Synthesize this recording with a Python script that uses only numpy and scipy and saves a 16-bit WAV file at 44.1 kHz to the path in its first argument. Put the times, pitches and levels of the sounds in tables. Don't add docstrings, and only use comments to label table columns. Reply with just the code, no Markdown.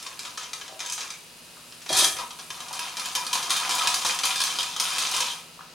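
import sys
import numpy as np
from scipy import signal
from scipy.fft import rfft, irfft
from scipy.io import wavfile

SR = 44100
rng = np.random.default_rng(int(sys.argv[2]) if len(sys.argv) > 2 else 0)


def unload_wav(signal):
    wavfile.write(
        sys.argv[1],
        SR,
        np.round(np.clip(np.atleast_2d(signal).T, -1, 1) * 32767).astype(np.int16),
    )


N = 253115
TIME = np.arange(N) / SR


def gain_of(db):
    return 10 ** (np.asarray(db) / 20)


def unit_rms(x):
    return x / np.sqrt(np.mean(x ** 2) + 1e-20)


def curve_at(curve, hz):
    freq_hz, value = np.transpose(curve)
    return np.interp(np.log(hz + 1), np.log(freq_hz + 1), value)


def fader(points):
    time_s, level_db = np.transpose(points)
    return gain_of(np.interp(TIME, time_s, level_db, left=-120, right=-120))


def add(mix, start_s, sound):
    part = mix[max(round(start_s * SR), 0):][:len(sound)]
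    part += sound[:len(part)]


def eq(x, curve):
    return irfft(rfft(x) * gain_of(curve_at(curve, np.fft.rfftfreq(len(x), 1 / SR))), len(x))


def grit(samples, per_s, spread_db):
    strength = gain_of(spread_db * np.minimum(rng.exponential(1, samples), 4))
    return unit_rms(strength * rng.choice([-1, 1], samples) * (rng.random(samples) < per_s / SR))


def chatter(hits, per_s, spread_db, size=4096):
    force, t = np.zeros(N), np.arange(size) / SR
    octaves = np.log2(np.clip(np.fft.rfftfreq(size, 1 / SR), 700, 12000) / 4000)
    for start_s, level_db, tilt_db, decay_s in hits:
        fade = np.exp(-t / decay_s)
        cluster = grit(size, per_s, spread_db) * fade
        burst = irfft(rfft(cluster) * gain_of(tilt_db * octaves))
        add(force, start_s, gain_of(level_db) * unit_rms(burst) * np.sqrt(np.mean(fade ** 2)))
    return force


def soft_blows(hits, cycles, size=4096):
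    force, t = np.zeros(N), np.arange(size) / SR
    for start_s, level_db, hz in hits:
        add(force, start_s, gain_of(level_db) * np.sin(2 * np.pi * hz * t) * np.exp(-hz * t / cycles))
    return force


def vessel(force, tone, modes, ring_db, size=2048):
    log_gain = np.log(gain_of(curve_at(tone, abs(np.fft.fftfreq(size, 1 / SR)))))
    minimum_phase = np.exp(np.conj(signal.hilbert(log_gain)))
    crack = np.fft.ifft(minimum_phase).real[:size // 2]
    t = np.arange(SR // 2) / SR
    ring = signal.unit_impulse(len(t))
    for hz, peak_db, t60_s in modes:
        damping = np.log(1000) / t60_s
        strength = gain_of(peak_db + ring_db) * 2 * damping / SR
        ring += strength * np.exp(-damping * t) * np.cos(2 * np.pi * hz * t)
    response = signal.fftconvolve(ring, crack)
    return signal.oaconvolve(force, response / np.linalg.norm(response))[:N]


# freq_hz, gain_db
ROOM_EQ = [(10, -38), (25, -18), (50, -15), (120, -9.5), (300, -10), (550, -9), (1300, -13.5),
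           (2000, -13.5), (3700, -11), (6000, -14.5), (9300, -22), (12500, -26.5), (16000, -24)]
def room_tone():
    return gain_of(-50.5) * unit_rms(eq(rng.standard_normal(N), ROOM_EQ))


# time_s, level_db
SIZZLE_FADER = [(0, -52), (1.3, -55), (1.8, -52), (2.4, -50), (5.4, -55), (5.74, -61)]
# freq_hz, gain_db
SIZZLE_EQ = [(1000, -11), (3500, -16), (7000, -4), (9800, 0.5), (12500, -7.5), (16000, -21.5)]
def sizzle():
    return fader(SIZZLE_FADER) * unit_rms(eq(grit(N, per_s=7000, spread_db=3.5), SIZZLE_EQ))


# pitch_hz, level_db
HUM_TONES = [(160, -65.5), (176, -69), (240, -66), (959, -66.5), (1320, -67)]
# time_s, gain_db
HUM_FADER = [(0, -5), (.7, -4.5), (1.5, -2), (3.5, 0.5), (5.74, 2)]
def appliance_hum():
    tones = sum(gain_of(db) * np.sin(2 * np.pi * (hz * TIME + rng.random())) for hz, db in HUM_TONES)
    return np.sqrt(2) * fader(HUM_FADER) * tones


# centre_hz, width_hz, level_db
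BUZZ_RESONANCES = [(2520, 100, -66), (2830, 260, -63.5), (4060, 650, -68.5), (4850, 160, -63)]
def mains_buzz(mains_hz=59.99):
    cycle, harmonics = np.linspace(0, 1, 512), np.arange(1, 48)
    heights = sum(gain_of(db) / (1 + (2 * (2 * mains_hz * harmonics - hz) / width_hz) ** 2)
                  for hz, width_hz, db in BUZZ_RESONANCES)
    phases = 0.66 * rng.standard_normal((len(harmonics), 1))
    pulse = heights @ np.cos(2 * np.pi * harmonics[:, None] * cycle + phases)
    return np.sqrt(2) * np.interp(2 * mains_hz * TIME % 1, cycle, pulse)


# freq_hz, side_gain_db
WIDTH_EQ = [(25, -19), (120, -14.5), (250, -7.5), (600, -9.5), (1100, -6), (4000, -6), (9800, -9),
            (12500, -46.5), (16000, -22)]
def diffuse_side(x, gain_db):
    return gain_of(gain_db) * eq(x, WIDTH_EQ)


def background():
    mid, side = (room_tone() + sizzle() for _ in range(2))
    return np.array([mid + appliance_hum() + mains_buzz(), diffuse_side(side, gain_db=2.0)])


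# freq_hz, t60_s
KITCHEN_DECAY = [(150, 0.44), (700, 0.45), (2000, 0.39), (5000, 0.29), (10000, 0.45), (16000, 0.49)]
def reflections(early_db, early_decay_s, late_db):
    t = np.arange(SR * 3 // 4) / SR
    hz, frame_s, bands = signal.stft(grit(len(t), per_s=5000, spread_db=1), SR, nperseg=256)
    decay = gain_of(-60 * frame_s / curve_at(KITCHEN_DECAY, hz)[:, None])
    tail = signal.istft(bands * decay, SR, nperseg=256)[1][:len(t)]
    tail *= np.clip((t - .003) / 0.0091, 0, 1)
    early = grit(len(t), per_s=5000, spread_db=-0.5) * np.exp(-t / early_decay_s) * (t > .001)
    early = gain_of(early_db) * early / np.linalg.norm(early)
    return early + gain_of(late_db) * tail / np.linalg.norm(tail)


def kitchen(direct, poses=10, sway_hz=3.7):
    wet = np.zeros((2, N))
    for pose in range(poses):
        away = (sway_hz * TIME * poses - pose + 1) % poses - 1
        crossfade = np.cos(np.pi / 2 * np.minimum(abs(away), 1))
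        for channel in wet:
            echoes = reflections(early_db=-8.0, early_decay_s=0.0076, late_db=-5.5)
            channel += signal.oaconvolve(direct * crossfade, echoes)[:N]
    return np.array([gain_of(-5.5) * direct + wet[0], diffuse_side(wet[1], gain_db=-1.0)])


# start_s, level_db, pitch_hz
POT_BUMPS = [(0.695, -38, 620), (0.725, -32.5, 640), (1.925, -23.5, 776), (2.047, -36, 675),
             (5.592, -34, 1060), (5.609, -36, 1400)]
# start_s, level_db
POT_CLUMPS = [(1.899, -18.5), (2.018, -21.5)]
# pitch_hz, gain_db
BOOM_PARTIALS = [(650, 0), (397, -8.5), (163.4, -12), (82, -12)]
def pot_thuds(lag_cycles=2.896):
    booms = [(start_s + lag_cycles / hz, level_db + gain_db, hz)
             for start_s, level_db in POT_CLUMPS for hz, gain_db in BOOM_PARTIALS]
    return soft_blows(POT_BUMPS + booms, cycles=1.7)


# time_s, level_db
POUR_FADER = [(1.888, -33), (1.892, -29), (1.992, -15), (2.036, -19.5), (2.046, -18.5), (2.125, -44),
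              (2.24, -75)]
# start_s, level_db, tilt_db_per_octave, decay_s
POUR_CLASHES = [(1.8925, -27, 0, 0.0047), (1.928, -23, 1.5, 0.013), (1.9665, -18.5, 6.5, 0.022),
                (1.986, -16.5, 6.5, .017), (2.0434, -15, 2.5, 0.0073), (2.050, -26, -3, .0047)]
# freq_hz, gain_db
POT_EQ = [(20, -56), (60, -21), (150, -17), (350, -10), (650, -11.5), (1200, -2), (2000, -4), (2800, -3),
          (4000, 4), (6300, 0.5), (7700, -2.5), (9800, -3), (12500, -16), (16000, -27)]
# pitch_hz, peak_db, t60_s
POT_MODES = [(375, -0.5, .085), (646, 2, .13), (762, 8.5, 0.1), (963, 4, 0.058), (1244, 1.5, 0.052),
             (1720, -1, 0.0266), (2395, 4.5, .07), (3265, 9, .04), (3600, -5, 0.1), (3720, 1, 0.084),
             (6150, -1, 0.026)]
def pour():
    slide = gain_of(-1.5) * grit(N, per_s=7000, spread_db=1.5) * fader(POUR_FADER)
    clashes = gain_of(8.5) * chatter(POUR_CLASHES, per_s=8000, spread_db=-0.5)
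    return vessel(slide + clashes + gain_of(9.0) * pot_thuds(), POT_EQ, POT_MODES, ring_db=4.5)


# start_s, level_db, pitch_hz, length_s
RIM_SCRAPES = [(0.993, -46, 2640, 0.059), (1.115, -47, 2320, 0.043), (2.187, -38, 970, 0.064),
               (4.399, -26, 3470, .035), (4.586, -28.5, 3190, 0.0308), (5.128, -31.5, 3070, 0.04),
               (5.201, -30.5, 3100, 0.033), (5.298, -34.5, 3134, 0.041)]
def rim_scrapes(width_hz=110):
    out = np.zeros(N)
    for start_s, level_db, pitch_hz, length_s in RIM_SCRAPES:
        slips = grit(round(length_s * SR), per_s=2700, spread_db=5.5)
        pole = np.exp((2j * np.pi * pitch_hz - np.pi * width_hz) / SR)
        ring = signal.lfilter([1], [1, -pole], slips).real
        add(out, start_s, gain_of(level_db) * unit_rms(ring * signal.windows.tukey(len(ring), .25)))
    return out


def ticks(per_s, spread_db, cycles):
    t = np.arange(256) / SR
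    flicks = (unit_rms(np.sin(2 * np.pi * hz * t) * np.exp(-hz * t / cycles))
              for hz in np.geomspace(1700, 8000, 8))
    return unit_rms(sum(np.convolve(grit(N, per_s, spread_db), flick)[:N] for flick in flicks))


def airborne_dip(hits, dip_db, flight_s):
    landings = np.sort([hit[0] for hit in hits] + [np.inf])
    until_s = landings[np.searchsorted(landings, TIME)] - TIME
    return gain_of(-dip_db * np.exp(-(until_s / flight_s) ** 2))


# time_s, level_db
CREEP_FADER = [(0, -36), (.15, -54), (.75, -56), (1.1, -53.5), (1.25, -59), (2.45, -55), (2.7, -43.5),
               (3.3, -37.5), (3.7, -32), (4.7, -33), (5.28, -36), (5.45, -60)]
# start_s, landing_db, tilt_db_per_octave, decay_s, rasp_db, rumble_db, slide_s
JERKS = [(0.027, -19, 5, 0.0034, -44.5, -39, 0.12), (0.1924, -17.5, 2, .0054, -41, -38, 0.12),
         (0.3751, -18, -1, 0.0051, -38.5, -39.5, 0.075), (0.5322, -15.5, 0.5, 0.0039, -43, -42.5, 0.129),
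         (0.804, -17.5, -.5, 0.0052, -33.5, -38, .11), (0.9779, -23, -1, 0.014, -36.5, -39.5, 0.081),
         (1.104, -21, 1.5, 0.0073, -56.5, -54, 0.02), (2.187, -22, -4.5, 0.016, -41, -30, 0.009),
         (2.3883, -29, -3, 0.015, -46, -41, 0.0142), (2.5035, -19, -3, 0.0033, -39.5, -35.5, 0.33),
         (2.7284, -22.5, 2.5, 0.022, -39, -30, 0.045), (2.792, -17.5, -1, .007, -36, -34, 0.15),
         (2.9693, -18.5, -0.5, 0.006, -33.5, -32, 0.16), (3.1518, -10.5, 0.5, 0.01, -36, -28, 0.2),
         (3.3292, -10.5, 0.5, 0.012, -32.5, -24.5, 0.155), (3.5046, -8.5, 1, 0.0089, -24.5, -24, 0.16),
         (3.693, -12, -2, 0.0076, -23.5, -20.5, 0.19), (3.8719, -9.5, -1, 0.0083, -25, -29.5, 0.16),
         (4.0482, -12, -2.5, 0.0097, -23.5, -23.5, 0.06), (4.2349, -10.5, -1, 0.0056, -23.5, -48, 0.17),
         (4.4038, -7.5, -1, 0.00235, -29, -30, 0.19), (4.587, -14, -1.5, 0.0052, -28.5, -34.5, 0.031),
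         (4.799, -8, 1.5, 0.0072, -26, -28.5, .17), (4.9825, -10.5, 1.5, 0.0085, -25.5, -28.5, 0.18),
         (5.1137, -12.5, 5.5, 0.0039, -25, -26, 0.062), (5.2044, -11, -.5, 0.0061, -29, -33.5, 0.11)]
def slide_envelopes(rise_s=.008, slow_db_per_s=14.5, stop_db_per_s=170):
    creep = fader(CREEP_FADER)
    rasp_power, rumble_power = creep ** 2, (gain_of(-4.5) * creep) ** 2
    t = np.arange(SR // 2) / SR
    for start_s, *_, rasp_db, rumble_db, slide_s in JERKS:
        fade_db = slow_db_per_s * t + stop_db_per_s * np.maximum(t - slide_s, 0)
        slide = np.minimum(t / rise_s, 1) * gain_of(-fade_db)
        add(rasp_power, start_s, (gain_of(rasp_db) * slide) ** 2)
        add(rumble_power, start_s, (gain_of(rumble_db) * slide) ** 2)
    return np.sqrt([rasp_power, rumble_power])


# freq_hz, gain_db
RUMBLE_EQ = [(20, -16), (90, -5), (160, -3), (450, -3), (900, 2), (1300, -4.5), (2200, -11.5), (5000, -33)]
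def rubbing(hits):
    rasp_gain, rumble_gain = slide_envelopes() * airborne_dip(hits, dip_db=2.5, flight_s=0.014)
    rasp = gain_of(-4.5) * grit(N, per_s=1800, spread_db=4.0)
    rasp += gain_of(-7.5) * ticks(per_s=22, spread_db=3.0, cycles=0.75)
    rumble = unit_rms(eq(grit(N, per_s=900, spread_db=2.5), RUMBLE_EQ))
    return rasp_gain * rasp + gain_of(-9.5) * rumble_gain * rumble


# start_s, level_db, tilt_db_per_octave
WALL_CLINKS = [(0.0638, -24, -2), (0.251, -23.5, 0), (0.4317, -26.5, -2), (0.6123, -27, -3),
               (0.6798, -29.5, -2.5), (0.7927, -23.5, 1), (0.8604, -17.5, 4.5), (0.8987, -16.5, 4),
               (0.9228, -12.5, 5), (0.9313, -14, 7.5), (1.0063, -18.5, 3), (1.723, -32.5, -1),
               (1.819, -31.5, -0.5), (1.8619, -26.5, -3), (2.167, -20.5, -3), (2.3068, -27, -2.5),
               (2.6044, -23.5, -3), (2.6834, -27.5, -1), (2.996, -17.5, 1), (3.0574, -17.5, 1.5),
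               (3.266, -17.5, -0.5), (3.3532, -15, -1.5), (3.4278, -17, 0.5), (3.4965, -17, -1),
               (3.5252, -17, 3), (3.5664, -13, 5), (3.7087, -14, 1.5), (3.75, -10, 9), (3.9425, -9.5, 0.5),
               (4.0621, -12, 2), (4.147, -16, 5), (4.1889, -15, -1.5), (4.2532, -8, 2.5),
               (4.3582, -13.5, 0.5), (4.4153, -12, 2.5), (4.4374, -10, 1), (4.6294, -17.5, -0.5),
               (4.7636, -17.5, -1.5), (4.8387, -13.5, 3.5), (4.9601, -17.5, -2), (5.1644, -12, 3)]
# start_s, level_db, pitch_hz
WALL_KNOCKS = [(0.065, -27, 1080), (0.254, -27, 1040), (0.984, -29, 1180), (1.57, -34, 1335),
               (1.863, -35, 800), (2.187, -36, 960), (2.71, -20.5, 830), (2.985, -22, 980),
               (3.164, -19.5, 1000), (3.355, -12, 880), (3.504, -16.5, 1180), (3.623, -20, 1310),
               (3.812, -12, 1360), (4.245, -16.5, 960), (4.424, -21.5, 947), (4.836, -23, 1324),
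               (5.019, -20.5, 1200)]
def potatoes(clink_decay_s=0.0062):
    hits = [jerk[:4] for jerk in JERKS] + [(*clink, clink_decay_s) for clink in WALL_CLINKS]
    force = rubbing(hits)
    force += gain_of(-3.0) * chatter(hits, per_s=6500, spread_db=2.0)
    return force + gain_of(1.0) * soft_blows(WALL_KNOCKS, cycles=1.5)


# freq_hz, gain_db
FULL_EQ = [(25, -48), (100, -55), (400, -12.5), (650, -15), (1000, -3.5), (1900, -2), (2600, -1), (4000, 1),
           (6300, 3), (8000, -5.5), (10000, -8), (12500, -21), (16000, -28.5)]
# freq_hz, gain_db
EMPTY_EQ = [(25, -30), (130, -17), (400, -16), (700, -11.5), (1000, -3.5), (1900, -4.5), (2800, 0),
            (4000, 3.5), (6300, 2.5), (7700, -3), (9600, -1.5), (12500, -14), (16000, -20.5)]
# pitch_hz, peak_db, t60_s
BASKET_MODES = [(511, 3.5, 0.1), (729.5, 11, 0.14), (775, 4.5, 0.38), (976.6, 12, .17), (1015, 1, 0.19),
                (1075, 1, 0.052), (1213, 9.5, 0.26), (1268, 3.5, 0.09), (1295, 3, 0.175), (1650, 4, .24),
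                (2387, 6, 0.28), (2464, .5, 0.031), (2650, -7, 0.051), (3100, 4, 0.044),
                (3580, -0.5, 0.025), (4937, -5, 0.041), (6305, -7, 0.017)]
def basket(pour_start_s=1.9, pour_length_s=.2):
    force = potatoes()
    emptied = np.clip((TIME - pour_start_s) / pour_length_s, 0, 1)
    full = vessel(force * (1 - emptied), FULL_EQ, BASKET_MODES, ring_db=-1.5)
    empty = vessel(force * emptied, EMPTY_EQ, BASKET_MODES, ring_db=1.45)
    return full + empty


def scene():
    fryer = basket() + gain_of(-1.0) * rim_scrapes() + pour()
    mid, side = kitchen(fryer) + background()
    # freq_hz, side_gain_db
    lean = [(100, -50), (250, -36.5), (500, -33.5), (1100, -16), (2200, -19), (4500, -29), (9000, -36)]
    side += eq(mid, lean)
    return np.array([mid + side, mid - side])


def record(dry):
    high_cut = signal.firwin(511, 16100, window=("kaiser", 9), fs=SR)
    return signal.oaconvolve(dry, high_cut[None], "same")


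dry = scene()
out = record(dry)
unload_wav(out)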